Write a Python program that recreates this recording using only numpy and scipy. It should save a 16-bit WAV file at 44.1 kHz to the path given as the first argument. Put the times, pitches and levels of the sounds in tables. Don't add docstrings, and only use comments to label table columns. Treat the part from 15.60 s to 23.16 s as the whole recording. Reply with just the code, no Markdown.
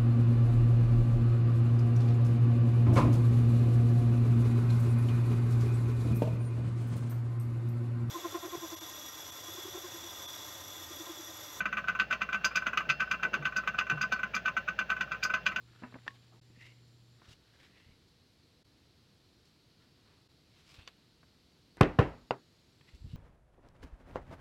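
import sys
import numpy as np
from scipy import signal
from scipy.io import wavfile

SR = 44100
rng = np.random.default_rng(int(sys.argv[2]) if len(sys.argv) > 2 else 0)


def wav_record(signal):
    frames = np.transpose(np.atleast_2d(signal))
    bounded = np.clip(frames, -1, 1)
    quanta = np.round(bounded * 32767).astype(np.int16)
    wavfile.write(sys.argv[1], SR, quanta)


N = 333396
TIME = np.arange(N) / SR
AGE = TIME[:SR * 3 // 4]
EDGES_HZ = 22 * 2 ** np.arange(0, 9.6, .5)
BANK = [(np.sqrt(low * high), signal.butter(2, [low, high], "band", fs=SR, output="sos"))
        for low, high in zip(EDGES_HZ, EDGES_HZ[1:])]
# (frequency [Hz], relative level per octave [dB])
RUB = [(200, -19.5), (600, -13.5), (1200, -9.5), (2300, -6), (3300, -2.5), (5000, -16.5), (14000, -29.5)]


def from_db(db):
    return 10 ** (np.asarray(db) / 20)


def rms_one(x):
    return x / np.sqrt(np.mean(x ** 2) + 1e-20)


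def add(out, s, sound):
    at = max(0, round(s * SR))
    out[at:at + len(sound)] += sound[:max(0, N - at)]


def low_pass(x, hz, order=2):
    return signal.sosfilt(signal.butter(order, min(hz, .45 * SR), fs=SR, output="sos"), x)


def drift(rate):
    knots = rng.standard_normal(int(N / SR * rate) + 2)
    return rms_one(np.interp(TIME * rate, np.arange(len(knots)), knots))


def band_noise(table, size=len(AGE)):
    hz, level_db, *t60 = np.transpose(table)
    white, out = rng.standard_normal((2, size + SR // 10)), np.zeros(size)
    for k, (centre_hz, sos) in enumerate(BANK):
        db = np.interp(np.log(centre_hz), np.log(hz), level_db)
        if t60:
            db = db - 60 * TIME[:size] / np.interp(np.log(centre_hz), np.log(hz), t60[0])
        band = rms_one(signal.sosfilt(sos, white[k % 2])[-size:])
        out += band * from_db(db) / np.sqrt(2)
    return out


def resonant_noise(hz, width_hz, size):
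    wobble = low_pass(rng.standard_normal((2, size)), width_hz / 2)
    phase = 2 * np.pi * np.cumsum(hz * np.ones(size)) / SR
    return rms_one(wobble[0] * np.cos(phase) + wobble[1] * np.sin(phase))


def rise(time_constant_s):
    return 1 - np.exp(-AGE / time_constant_s)


def fade(t60):
    return from_db(-60 * AGE / t60)


def ring(modes, contact_s):
    partials = sum((-1) ** k * from_db(db) * fade(t60) * np.sin(2 * np.pi * hz * AGE)
                   for k, (hz, db, t60) in enumerate(modes))
    return partials * rise(contact_s)


def heave(hz, length_s):
    t = AGE[AGE < length_s]
    return np.sin(2 * np.pi * hz * t) * np.sqrt(np.sin(np.pi * t / length_s))


def with_echo(x, delay_s=.0078, echo_db=-17):
    delayed = np.interp(AGE - delay_s, AGE, x, left=0)
    return x + from_db(echo_db) * low_pass(delayed, 2500)


def light_impacts(contacts, modes, tail_db):
    out = np.zeros(N)
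    for s, db in contacts:
        tail = from_db(tail_db) * rms_one(band_noise(RUB)) * fade(0.063)
        add(out, s, from_db(db) * (ring(modes, contact_s=0.00028) + tail))
    return out


def mallet(thump_lag_s=0.0021, cut_lag_s=.003, stop_db=-15, stop_hz=420):
    # (time [s], blow level [dB], thump level [dB], crack level [dB], room level [dB])
    blows = [(6.2083, 0, -11.5, -1, -4), (6.3872, -3, -13, -7.5, -4)]
    # (frequency [Hz], level [dB], t60 [s])
    board = [(136.3, -29.5, 0.23), (174.6, -21, 0.2), (233, -28, 0.11), (249, -45.5, 1), (297, -22.5, 0.24),
             (423, -19.5, 0.13), (537.7, -22, 0.14), (782, -26.5, 0.13), (1047, -16, 0.044),
             (1136, -22, 0.058), (1268, -30.5, 0.092), (1462, -33.5, .12), (1740, -29, .08),
             (1960, -36.5, .15), (2703, -37.5, 0.031), (3150, -42.5, 0.13)]
    # (frequency [Hz], level per octave [dB], t60 [s])
    shudder = [(24.73, -52, 0.22), (50, -29, .22), (110.6, -28.5, 0.17), (220, -32.5, 0.14),
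               (380, -16, 0.17), (620, -21.5, .1), (998, -21.5, 0.086), (2200, -32.5, 0.27),
               (4200, -46, 0.048), (6430, -60, 0.056), (14000, -59, 0.064)]
    # (frequency [Hz], level per octave [dB], t60 [s])
    crack = [(40, -59.5, .01), (600, -22, .012), (1500, -26.5, 0.01), (2600, -16, 0.012),
             (4600, -33, 0.0094), (6500, -42, 0.0054), (9000, -39, 0.0023), (15000, -32.5, .0025)]
    # (frequency [Hz], level per octave [dB], t60 [s])
    room = [(25, -57, .4), (50, -37, 0.59), (130, -34, 0.4), (330, -23, 0.29), (900, -29, 0.36),
            (2397, -41.5, 0.41), (4010, -64.5, 0.33), (6500, -69, 0.15), (14000, -79.5, .11)]
    # (time [s], level [dB])
    hops = [(6.2295, -17), (6.233, -8), (6.4265, -18)]
    out = np.zeros(N)
    for s, blow_db, thump_db, crack_db, room_db in blows:
        body = with_echo(ring(board, contact_s=.0003)) + band_noise(shudder) * rise(0.0013)
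        add(out, s, from_db(blow_db) * body)
        add(out, s + thump_lag_s, from_db(thump_db) * heave(hz=124, length_s=0.016))
        add(out, s + cut_lag_s, from_db(crack_db) * band_noise(crack))
        add(out, s + cut_lag_s, from_db(blow_db + stop_db) * heave(stop_hz, .5 / stop_hz))
        add(out, s, from_db(room_db) * band_noise(room) * rise(.011))
    for s, db in hops:
        add(out, s, from_db(db) * low_pass(band_noise(crack, SR // 20), 6000, order=3))
    return out


def punch_release(snap_hz=800, top_hz=7500):
    # (time [s], level [dB], relative snap level [dB])
    releases = [(6.7083, -3, -10)]
    # (frequency [Hz], level [dB], t60 [s])
    modes = [(129.4, -39.5, 0.17), (400, -27, 0.1), (467, -19.5, 0.037), (680, -49, 0.014),
             (990, -34, 0.063), (1425, -27.5, 0.041), (2020, -27.5, 0.015), (2750, -22.5, 0.014),
             (4840, -36.5, 0.018)]
    # (frequency [Hz], level per octave [dB], t60 [s])
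    tail = [(60, -66, .15), (198, -46, 0.24), (446, -32.5, 0.15), (900, -31, 0.13), (1700, -49, 0.2),
            (3000, -39, 0.037), (6000, -46.5, 0.032), (14000, -86, .05)]
    out = np.zeros(N)
    for s, db, snap_db in releases:
        knock = with_echo(ring(modes, contact_s=0.00014)) + band_noise(tail) * rise(0.00096)
        add(knock, 0, -from_db(snap_db) * heave(snap_hz, 1 / snap_hz))
        add(out, s, from_db(db) * low_pass(knock, top_hz))
    return out


def steel_tube():
    # (time [s], level [dB])
    taps = [(0.4789, 1), (0.507, -25)]
    # (frequency [Hz], level [dB], t60 [s])
    modes = [(1100, -52.5, 0.19), (1050, -28.5, 0.0087), (1783, -25.5, 0.023), (2730, -36.5, 0.014),
             (3460, -34, 0.0092), (4670, -43, 0.0089), (5860, -47.5, 0.0088)]
    return light_impacts(taps, modes, tail_db=-53)


def strap_slap():
    # (time [s], level [dB])
    slaps = [(5.2760, 9), (5.284, -6)]
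    # (frequency [Hz], level [dB], t60 [s])
    modes = [(1080, -50.5, 0.014), (1910, -58, .018), (2580, -47, 0.0084), (2980, -51, 0.012),
             (3550, -51.5, 0.016), (4560, -48, 0.013), (6070, -40.5, 0.0023)]
    return light_impacts(slaps, modes, tail_db=-56)


def bench_nudges():
    # (time [s], level [dB])
    nudges = [(0.235, -48), (.2398, -54), (.2715, -63), (.3405, -55), (0.355, -53), (0.4641, -57.5)]
    # (frequency [Hz], level [dB], t60 [s])
    bench = [(248, 5.5, 0.1), (625, -14, 0.099), (767, -7.5, 0.11), (984, -2, 0.1), (1257, -3, 0.057),
             (1540, -7.5, 0.043), (1765, 0.5, 0.042), (2675, -7.5, 0.046)]
    out = np.zeros(N)
    for s, db in nudges:
        modes = [(hz, level_db + rng.normal(0, 3.6), t60) for hz, level_db, t60 in bench]
        add(out, s, from_db(db) * ring(modes, contact_s=0.00057))
    return out


def soft_knocks():
    # (time [s], level [dB], t60 [s], cutoff [Hz])
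    knocks = [(0.22, -51, 0.27, 1690), (0.233, -47.5, 0.17, 2440), (0.324, -48.5, 0.037, 1490),
              (0.3413, -40.5, 0.028, 2490), (.354, -42.5, 0.071, 1230), (.385, -52.5, 0.036, 2600),
              (0.4654, -46.5, 0.09, 1750), (0.722, -59, 0.28, 1180), (.9, -57, 0.11, 400),
              (0.969, -57, .09, 450), (1.617, -52, 0.05, 1820), (5.63, -53.5, 0.037, 2020),
              (6.17, -39.5, 0.0075, 10000), (6.175, -52, 0.35, 2187), (7.21, -51, 0.026, 3530)]
    # (frequency [Hz], relative level per octave [dB])
    colour = [(25, -39.5), (70, -11), (220, 1.5), (500, -5), (1000, -1.5), (2200, 2), (5000, -7.5),
              (14000, -5)]
    out, size = np.zeros(N), SR // 5
    for s, db, t60, cutoff_hz in knocks:
        body = rms_one(low_pass(band_noise(colour, size), cutoff_hz, order=5))
        envelope = fade(t60) * rise(0.00089)
        add(out, s, from_db(db) * body * envelope[:size])
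    return out


def low_bumps(cycles=1.5):
    # (time [s], level [dB], frequency [Hz])
    bumps = [(1.681, -51, 95), (1.71, -54, 122), (2.262, -54, 90), (2.287, -52, 130), (5.125, -56, 110),
             (5.182, -50, 90), (7.334, -44, 62), (7.407, -44, 62), (7.4428, -33, 94.5), (7.5, -46, 75),
             (7.5321, -33, 122), (7.548, -41.5, 90)]
    # (frequency [Hz], level per octave [dB], t60 [s])
    rumble = [(30, -17, 0.33), (70, -13, .25), (140, -12.5, .17), (238, -14.5, 0.23), (600, -56, 0.062),
              (2000, -70, .05)]
    out, size = np.zeros(N), SR // 5
    for s, db, hz in bumps:
        add(out, s, from_db(db) * heave(hz, cycles / hz))
        add(out, s, from_db(db) * band_noise(rumble, size) * rise(0.0077)[:size])
    return out


def sliding_leather(swell_db=15, hiss_swell_db=18, glide_octaves_per_s=0.81, width_hz=300,
                    upper_ratio=1.32, upper_db=-3):
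    # (time of peak speed [s], rise time [s], fall time [s], rub level [dB],
    #           swish level [dB], hiss level [dB], swish frequency [Hz])
    strokes = [(0.219, 0.29, 0.34, -67.5, -70, -96, 1404), (.45, 0.058, 0.38, -65.5, -79, -74, 1600),
               (1.065, 0.095, 0.083, -64, -56, -67, 2067), (1.652, .08, 0.084, -67, -65.5, -73, 1330),
               (1.724, .08, 0.032, -64, -64, -62.5, 2900), (2.03, 0.2, .2, -65.5, -70, -74, 1653),
               (2.19, .17, .18, -72, -67, -86, 2003), (4.229, 0.052, .05, -73, -74, -85, 1320),
               (4.48, .15, .17, -72, -76, -92, 1048), (5.118, .15, 0.087, -60, -67, -61.5, 2420),
               (5.19, 0.043, .19, -65, -67, -90, 2576), (7.287, 0.055, .11, -70, -69, -77, 1995),
               (7.518, 0.029, 0.047, -66.5, -66, -69.5, 2890)]
    # (frequency [Hz], relative level per octave [dB])
    hiss_spectrum = [(1000, -53), (3000, -6), (5000, 0), (8000, -11), (14000, -19)]
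    # (time [s], level [dB])
    scuffs = [(1.271, -67), (1.975, -70), (2.48, -67), (3.851, -62.5), (7.345, -67.5)]
    out = np.zeros(N)
    for s, rise_s, fall_s, rub_db, swish_db, hiss_db, hz in strokes:
        t = np.arange(-2 * rise_s, 2 * fall_s, 1 / SR)
        slowness = np.maximum(-t / rise_s, t / fall_s)
        glide_hz = hz * 2 ** (glide_octaves_per_s * t)
        lower = resonant_noise(glide_hz, width_hz, len(t))
        upper = resonant_noise(upper_ratio * glide_hz, upper_ratio * width_hz, len(t))
        swish = from_db(swish_db) * rms_one(lower + from_db(upper_db) * upper)
        rub = from_db(rub_db) * rms_one(band_noise(RUB, len(t)))
        hiss = from_db(hiss_db) * rms_one(band_noise(hiss_spectrum, len(t)))
        stroke = from_db(-swell_db * slowness) * (rub + swish) + from_db(-hiss_swell_db * slowness) * hiss
        add(out, s + t[0], stroke[s + t >= 0])
    for s, db in scuffs:
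        add(out, s, from_db(db) * rms_one(band_noise(hiss_spectrum)) * fade(0.14) * rise(0.0028))
    roughness_db = 2.0 * drift(rate=350) + 2.2 * drift(rate=45)
    return out * rms_one(from_db(roughness_db))


def machine_hum(hz=119.7, rms_db=-61.5, stop_s=1.59, waver_rad=.12):
    running = np.clip((stop_s - TIME) / 0.011, 0, 1)
    phase = 2 * np.pi * hz * TIME + waver_rad * drift(rate=15)
    return np.sqrt(2) * from_db(rms_db) * running * np.sin(phase)


def room_air(hiss_db=-76):
    # (frequency [Hz], level per octave [dB])
    air = [(30, -90.5), (60, -75.5), (115, -69), (190, -72.5), (320, -72), (700, -81), (1400, -79.5),
           (2800, -77), (4300, -71), (5600, -81), (8500, -82.5), (11800, -88), (15000, -89.5)]
    # (start time [s], frequency [Hz], level [dB], duration [s])
    whines = [(0, 7200, -84, 1.59), (6.45, 6820, -87, .67), (7.12, 7620, -87, .44), (0, 11700, -94, 7.56)]
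    out = band_noise(air, N) + from_db(hiss_db) * resonant_noise(hz=4250, width_hz=900, size=N)
    for s, hz, db, length_s in whines:
        add(out, s, from_db(db) * resonant_noise(hz, width_hz=240, size=round(length_s * SR)))
    return out


def scene():
    impacts = mallet() + punch_release() + steel_tube() + strap_slap()
    handling = bench_nudges() + soft_knocks() + low_bumps() + sliding_leather()
    return (impacts + handling + room_air() + machine_hum())[None]


def record(dry, bass_hz=24, top_hz=15900):
    # (time [s], half width [s], gain [dB])
    dips = [(0.807, 0.0051, -56), (3.038, 0.0068, -19), (4.683, 0.0059, -15)]
    dip_db = sum(db * np.exp(-((TIME - s) / width) ** 2) for s, width, db in dips)
    thinned = signal.sosfilt(signal.butter(2, bass_hz, "high", fs=SR, output="sos"), dry)
    top_cut = signal.ellip(10, .1, 80, top_hz, fs=SR, output="sos")
    return signal.sosfilt(top_cut, thinned * from_db(dip_db))


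dry = scene()
out = record(dry)
wav_record(out)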